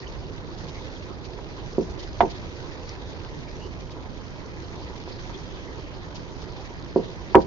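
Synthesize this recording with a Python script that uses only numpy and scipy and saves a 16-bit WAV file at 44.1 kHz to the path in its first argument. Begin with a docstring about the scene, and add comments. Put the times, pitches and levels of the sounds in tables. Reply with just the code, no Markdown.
"""Water hammer in a plastic pipe, twice: a steam pocket collapses with a dull thump, and about 0.4 s
later a sharp knock rings the pipe. The steam flowing into the cold water hisses steadily, with fizz,
spurts, ticks and a faint whistle, over the low rumble of churning water.
A small narrow-band stereo microphone stands close by and overloads on the last knock."""
import sys
import numpy as np
from scipy import signal
from scipy.fft import rfft, irfft
from scipy.io import wavfile

SR = 44100
rng = np.random.default_rng(int(sys.argv[2]) if len(sys.argv) > 2 else 0)


def waveform_to_disk(signal):
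    """Save audio, clipped to [-1, 1], as 16-bit WAV at the path in sys.argv[1]."""
    frames = np.transpose(np.atleast_2d(signal))
    scaled = np.clip(frames, -1, 1) * 32767
    samples = np.round(scaled).astype(np.int16)
    wavfile.write(sys.argv[1], SR, samples)


N = 328986


# cushioned steam pockets: start_s, strength_db, bounce_hz
SOFT_POCKETS = [(1.389, -22, 760), (1.7815, -1, 204), (3.967, -23.5, 525), (5.076, -21, 450),
                (5.299, -20, 666), (6.9603, 2, 240)]
# hammer slams: start_s, strength_db, bounce_hz, top_hz, first_rebound_db, heave_db
SLAMS = [(2.2057, -1.24, 710, 3070, -8, -1.5), (7.3462, -0.5, 850, 2120, 7, 4.5)]

def collapse_pressure():
    """A soft pocket thuds and rebounds faintly; a slam heaves the water back and rebounds twice."""
    pressure = np.zeros(N)
    for start_s, strength_db, bounce_hz in SOFT_POCKETS:
        thud = from_db(strength_db) * collapse(bounce_hz, quality=0.66, top_hz=2.35 * bounce_hz)
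        add(pressure, thud, start_s)
        add(pressure, from_db(-15.5) * thud, start_s + 0.036)
    for start_s, strength_db, bounce_hz, top_hz, first_rebound_db, heave_db in SLAMS:
        slam = from_db(strength_db) * collapse(bounce_hz, quality=5.7, top_hz=top_hz)
        heave = from_db(heave_db) * collapse(bounce_hz=63, quality=1.65, top_hz=92)
        add(pressure, slam, start_s)
        add(pressure, heave, start_s + 0.0048)
        add(pressure, rebound(first_rebound_db), start_s + 0.006966)
        add(pressure, rebound(strength_db=-5), start_s + 0.025)
    return pressure


def collapse(bounce_hz, quality, top_hz):
    """A pocket caves in and bounces; steam left inside cushions the pulse and dulls it."""
    w = 2 * np.pi * bounce_hz
    kick = cut(signal.unit_impulse(SR // 8), bounce_hz, "high", order=1)
    resonator = signal.bilinear([-1, 0, 0], [1, w / quality, w * w], SR)
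    bounce = signal.lfilter(*resonator, kick)
    return cut(bounce, top_hz, "low", order=3)


def rebound(strength_db, db_per_octave=8):
    """The pocket reopens and caves in again: a low pulse, brighter the harder it is."""
    top_hz = 710 * 2 ** (strength_db / db_per_octave)
    return from_db(strength_db) * collapse(bounce_hz=278, quality=1.1, top_hz=top_hz)


# modes of the clamped, water-filled pipe: pitch_hz, gain_db, t60_s
PIPE_MODES = [(179, -32, 0.62), (254.3, -18.5, 0.14), (334, -28.5, 0.42), (374, -17.5, 0.07),
              (389.2, -14.5, 0.072), (446.8, -18, 0.13), (505, -21, 0.13), (536.5, -18.5, 0.088),
              (650, -20, 0.086), (694, -19.5, 0.085), (792, -22, 0.083), (902.6, -24.5, 0.12),
              (950.3, -18.5, 0.11), (996, -31, 0.14), (1454, -27.5, 0.052), (1900, -32, .04),
              (2050, -33.5, 0.042)]
# reflections: delay_s, left_db, right_db
REFLECTIONS = [(0.0053, -12, -31), (0.0132, -19.5, -10.5), (0.0193, -17.5, -14), (0.0278, -14, -21)]

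def pipe(pressure):
    """Pressure pulses ring the pipe's modes; the pulse bounces along the pipe and repeats the sound."""
    direct = sum(from_db(db) * stereo_gains(hz) * ring(pressure, hz, t60_s)
                 for hz, db, t60_s in PIPE_MODES)
    out = direct.copy()
    for delay_s, left_db, right_db in REFLECTIONS:
        lag = round(delay_s * SR)
        out[:, lag:] += from_db([[left_db], [right_db]]) * direct[:, :-lag]
    return out


# crowded modes of the pipe wall: freq_hz, density_db
CRACK_SPECTRUM = [(500, -33), (1200, -1), (1550, 2), (2100, 2.5), (2650, -11), (3300, 3), (4500, -9.5),
                  (7000, -10)]
# scattered tail of a knock: freq_hz, density_db
TAIL_SPECTRUM = [(60, 1.5), (180, 11), (255, 0), (380, 2), (540, -2.5), (760, -3), (980, -3.5), (1120, -8),
                 (7000, -14.5)]

def water_hammer(knock_db, crack_left_db, crack_right_db, tail_db):
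    """Each collapse rings the pipe; sharp ones also draw a bright crack from its wall."""
    pressure = collapse_pressure()
    knocks = from_db(knock_db) * pipe(pressure)
    crack = scatter(pressure, CRACK_SPECTRUM, t60_s=0.051, build_s=0.0005)
    tail = scatter(knocks, TAIL_SPECTRUM, t60_s=0.19, build_s=0.0063)
    return knocks + from_db([[crack_left_db], [crack_right_db]]) * crack + from_db(tail_db) * tail


# steam flow: time_s, flow_db
STEAM_FLOW = [(0.0, -55.5), (0.48, -58), (0.75, -55), (1.24, -58), (2.37, -54), (3.45, -56.5), (3.99, -59),
              (5.17, -55), (5.74, -57), (7.27, -56.5), (7.46, -57)]
# jet hiss: freq_hz, density_db
HISS_SPECTRUM = [(700, -15.5), (1100, -0.5), (1500, 5.5), (2100, 8), (2600, -0.5), (3200, 4.5), (4200, 0.7),
                 (5300, 2.4), (6500, -8.5), (7200, -31)]

def steam_jet(hiss_db, fizz_db, sputter_db):
    """The jet hisses and fizzes, sputtering as it meets the water."""
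    flow_db, = in_time(STEAM_FLOW)
    hiss = from_db(hiss_db) * banded_noise(HISS_SPECTRUM, flicker_db=2.1, flicker_hz=11)
    bubbles = from_db(fizz_db) * fizz(per_s=700, t60_cycles=15)
    return from_db(flow_db + sputter_db * drift(rate_hz=120)) * (hiss + bubbles)


def fizz(per_s, t60_cycles):
    """Tiny steam bubbles vanish, each ringing briefly and reaching the two sides unequally."""
    pitches_hz = np.geomspace(1400, 6500, 20)
    snaps = grains(per_s, spread_db=4.0)
    pitch_index = rng.integers(0, len(pitches_hz), N)
    stereo_snaps = snaps * rng.uniform(-1.07, 1, (2, N))
    return rms_one(sum(ring(stereo_snaps * (pitch_index == k), hz, t60_cycles / hz) * np.sqrt(hz)
                       for k, hz in enumerate(pitches_hz)))


# broad puffs: middle_s, level_db
STEAM_PUFFS = [(0.586, -46), (0.691, -44.5), (1.254, -44.5), (2.001, -41), (2.036, -43), (2.311, -40.5),
               (3.807, -49.5), (3.916, -47), (5.094, -46), (6.162, -41.5), (6.425, -46.5), (7.42, -43.5)]
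# narrow spits: middle_s, length_s, level_db, pitch_hz
BUBBLE_SPITS = [(.022, 0.019, -42.5, 1900), (.072, .009, -41, 2980), (0.77, 0.037, -42, 2140),
                (.968, .016, -46, 3260), (5.35, 0.016, -39.5, 3300), (5.55, 0.13, -51.5, 3270),
                (5.684, .028, -46, 1970)]

def spurts(puff_gain_db, spit_gain_db, puff_length_s):
    """Steam breaks through in short swells: broad puffs, or narrow spits where a bubble rings."""
    out = np.zeros((2, N))
    for middle_s, level_db in STEAM_PUFFS:
        puff = spurt(puff_length_s, pitch_hz=4020, edge_ratio=1.38)
        add(out, from_db(level_db + puff_gain_db) * puff, middle_s - 2 * puff_length_s)
    for middle_s, length_s, level_db, pitch_hz in BUBBLE_SPITS:
        spit = spurt(length_s, pitch_hz, edge_ratio=1.067)
        add(out, from_db(level_db + spit_gain_db) * spit, middle_s - 2 * length_s)
    return out


def spurt(length_s, pitch_hz, edge_ratio):
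    """A swell of hiss around one pitch, loudest two lengths after its start."""
    t = np.arange(SR // 2) / SR
    band_hz = [pitch_hz / edge_ratio, pitch_hz * edge_ratio]
    hiss = rms_one(cut(rng.standard_normal((2, len(t))), band_hz, "band"))
    return swell(t, 2 * length_s, length_s) * hiss


# deep sloshing: freq_hz, density_db
SLOSH_SPECTRUM = [(20, -2), (45, 3.5), (70, 2.5), (97, 2), (140, -4.5), (200, -14.5)]
# tumbling water: freq_hz, density_db
RUMBLE_SPECTRUM = [(110, -12.5), (150, 3.5), (205, -5), (255, -1), (360, -0.5), (480, -4), (700, -11.5),
                   (950, -8.5), (1250, -17), (2000, -37.5)]

def churning(slosh_db, rumble_db, patter_db, patter_top_hz):
    """Stirred by the flow, water sloshes and tumbles while small collapses patter on the wall."""
    flow_db, = in_time(STEAM_FLOW)
    swing_db = flow_db - flow_db.mean()
    slosh = from_db(slosh_db) * banded_noise(SLOSH_SPECTRUM, flicker_db=0.5, flicker_hz=9)
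    small_collapses = cut(grains(per_s=130, spread_db=6.0), patter_top_hz, "low")
    patter = from_db(patter_db) * rms_one(pipe(small_collapses))
    rumble = from_db(rumble_db) * banded_noise(RUMBLE_SPECTRUM, flicker_db=2.0, flicker_hz=14.4)
    return from_db(0.12 * swing_db) * (slosh + rumble) + from_db(0.6 * swing_db) * patter


# water column surges: middle_s, length_s, level_db
COLUMN_SURGES = [(.17, 0.2, -37.5), (2.117, 0.51, -39), (3.637, 0.87, -43), (5.25, .13, -42)]

def surges(top_hz):
    """The water column surges to and fro: slow swells of the deepest slosh."""
    t = np.arange(N) / SR
    envelope = sum(from_db(db) * swell(t, middle_s, length_s) for middle_s, length_s, db in COLUMN_SURGES)
    slosh = banded_noise(SLOSH_SPECTRUM, flicker_db=-0.5, flicker_hz=10)
    return envelope * rms_one(cut(slosh, top_hz, "low", order=4))


# bubble snaps: start_s, peak_db, pitch_hz
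BUBBLE_TICKS = [(0.55, -34, 4700), (1.73, -33.5, 5000), (2.1895, -31, 4000), (2.8928, -23, 5500),
                (6.825, -30, 4520)]

def ticks(t60_s):
    """Single bubbles snap near the wall."""
    out = np.zeros(N)
    for start_s, peak_db, pitch_hz in BUBBLE_TICKS:
        add(out, from_db(peak_db) * ring(signal.unit_impulse(SR // 20), pitch_hz, t60_s), start_s)
    return out


# whistle glide: time_s, pitch_hz, level_db
WHISTLE_GLIDE = [(3.42, 2160, -72), (3.48, 2350, -46), (3.53, 2560, -50), (3.57, 2730, -59),
                 (3.62, 2800, -40), (3.66, 2970, -44), (3.7, 3120, -56)]

def whistle(gain_db, half_width_hz):
    """A narrow, airy band of noise that glides upward."""
    pitch_hz, level_db = in_time(WHISTLE_GLIDE)
    wobble = rms_one(cut(rng.standard_normal((2, N)), half_width_hz, "low"))
    carrier = np.exp(2j * np.pi * np.cumsum(pitch_hz) / SR)
    return from_db(level_db + gain_db) * np.real((wobble[0] + 1j * wobble[1]) * carrier)


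def scatter(x, spectrum, t60_s, build_s):
    """A short diffuse ring, partly different on each side."""
    t = np.arange(SR // 2) / SR
    noise = rng.standard_normal((2, len(t))) + 0.54 * rng.standard_normal(len(t))
    freq_hz = np.maximum(np.fft.rfftfreq(len(t), 1 / SR), 1)
    coloured = irfft(rfft(noise) * from_db(at_hz(spectrum, freq_hz)), len(t))
    envelope = from_db(-60 * t / t60_s) * (1 - np.exp(-t / build_s))
    response = coloured * envelope / np.sqrt(SR * t60_s / 10)
    return signal.fftconvolve(np.atleast_2d(x), response, axes=1)[:, :N]


# likeness of left and right: freq_hz, correlation
STEREO_CORRELATION = [(60, 0.32), (120, 0.44), (230, 0.25), (450, 0.9), (870, 0.72), (1300, 0.06),
                      (1900, -0.61), (3300, -0.5), (4600, 0.4), (6500, 0)]

def banded_noise(spectrum, flicker_db, flicker_hz):
    """Third-octave bands of stereo noise, each with its own flicker and correlation; rms 1."""
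    edges_hz = 16 * 2 ** (np.arange(29) / 3)
    white = rng.standard_normal((2, 2, N))
    out = np.zeros((2, N))
    for k, (low_hz, high_hz) in enumerate(zip(edges_hz, edges_hz[1:])):
        if high_hz > spectrum[0][0] and low_hz < spectrum[-1][0]:
            centre_hz = np.sqrt(low_hz * high_hz)
            correlation = at_hz(STEREO_CORRELATION, centre_hz)
            mid_side = np.sqrt([1 + correlation, 1 - correlation])
            to_left_right = stereo_gains(centre_hz) * mid_side * [[1, 0.95], [1, -1.075]]
            gain = from_db(at_hz(spectrum, centre_hz) + flicker_db * drift(flicker_hz))
            out += gain * (to_left_right @ cut(white[k % 2], [low_hz, high_hz], "band"))
    return rms_one(out)


# stereo balance: freq_hz, left_minus_right_db
STEREO_BALANCE = [(60, -3), (200, -7), (500, -4), (1000, -4), (2300, -0.6), (6500, -.5)]

def stereo_gains(hz):
    """Left and right gains: low sounds favour the right."""
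    return from_db(at_hz(STEREO_BALANCE, hz) * np.array([[0.5], [-0.5]]))


def grains(per_s, spread_db):
    """Random clicks: many small, a few large."""
    sizes = from_db(spread_db * np.minimum(rng.exponential(1, N), 4))
    signs = rng.choice([-1, 1], N)
    return sizes * signs * (rng.random(N) < per_s / SR)


def drift(rate_hz):
    """Smooth random wander, rms 1."""
    hop, warmup = 40, 2000
    r = np.exp(-2 * np.pi * rate_hz * hop / SR)
    noise = rng.standard_normal(N // hop + warmup + 2)
    slow = signal.lfilter([1], [1, -2 * r, r * r], noise)[warmup:]
    return np.interp(np.arange(N) / hop, np.arange(len(slow)), rms_one(slow))


def ring(clicks, hz, t60_s):
    """A unit click starts a decaying sine of height 1."""
    r = from_db(-60 / (t60_s * SR))
    w = 2 * np.pi * hz / SR
    return signal.lfilter([0, np.sin(w)], [1, -2 * r * np.cos(w), r * r], clicks + 1e-18)


def swell(t, middle_s, length_s):
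    """A bell curve of height 1."""
    return np.exp(-2 * ((t - middle_s) / length_s) ** 2)


def cut(x, hz, kind, order=2):
    """Butterworth filter."""
    return signal.sosfilt(signal.butter(order, hz, kind, fs=SR, output="sos"), x + 1e-18)


def add(track, sound, start_s):
    """Mix a short sound into a track."""
    start = int(np.clip(round(start_s * SR), 0, N - 1))
    track[..., start:start + sound.shape[-1]] += sound[..., :N - start]


def in_time(rows):
    """Each column of a curve at every sample."""
    time_s, *columns = np.transpose(rows)
    return [np.interp(np.arange(N) / SR, time_s, column) for column in columns]


def at_hz(points, hz):
    """Read a curve on a log-frequency axis."""
    freq_hz, values = np.transpose(points)
    return np.interp(np.log(hz), np.log(freq_hz), values)


def from_db(db):
    """Decibels to gain."""
    return 10 ** (np.asarray(db) / 20)


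def rms_one(x):
    """Scale to rms 1."""
    return x / np.sqrt(np.mean(x ** 2) + 1e-20)


def scene():
    """Knocks over churning water and hissing steam."""
    hammer = water_hammer(knock_db=1.0, crack_left_db=12.5, crack_right_db=16.0, tail_db=-4.5)
    water = churning(slosh_db=-39, rumble_db=-40, patter_db=-53, patter_top_hz=1500) + surges(top_hz=68)
    steam = steam_jet(hiss_db=8.0, fizz_db=-2.0, sputter_db=1.68)
    steam += spurts(puff_gain_db=-0.5, spit_gain_db=-4.0, puff_length_s=0.019)
    return hammer + steam + water + ticks(t60_s=0.003) + whistle(gain_db=-10.5, half_width_hz=130)


def record(dry):
    """The microphone rolls off near 7 kHz; the loudest knock then clips and splashes higher."""
    rolled_off = cut(dry, 6930, "low", order=12)
    band_limit = signal.ellip(10, 0.2, 80, 7150, fs=SR, output="sos")
    clipped = np.clip(signal.sosfilt(band_limit, rolled_off), -1, 1)
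    return cut(clipped, 16000, "low", order=10)


dry = scene()
out = record(dry)
waveform_to_disk(out)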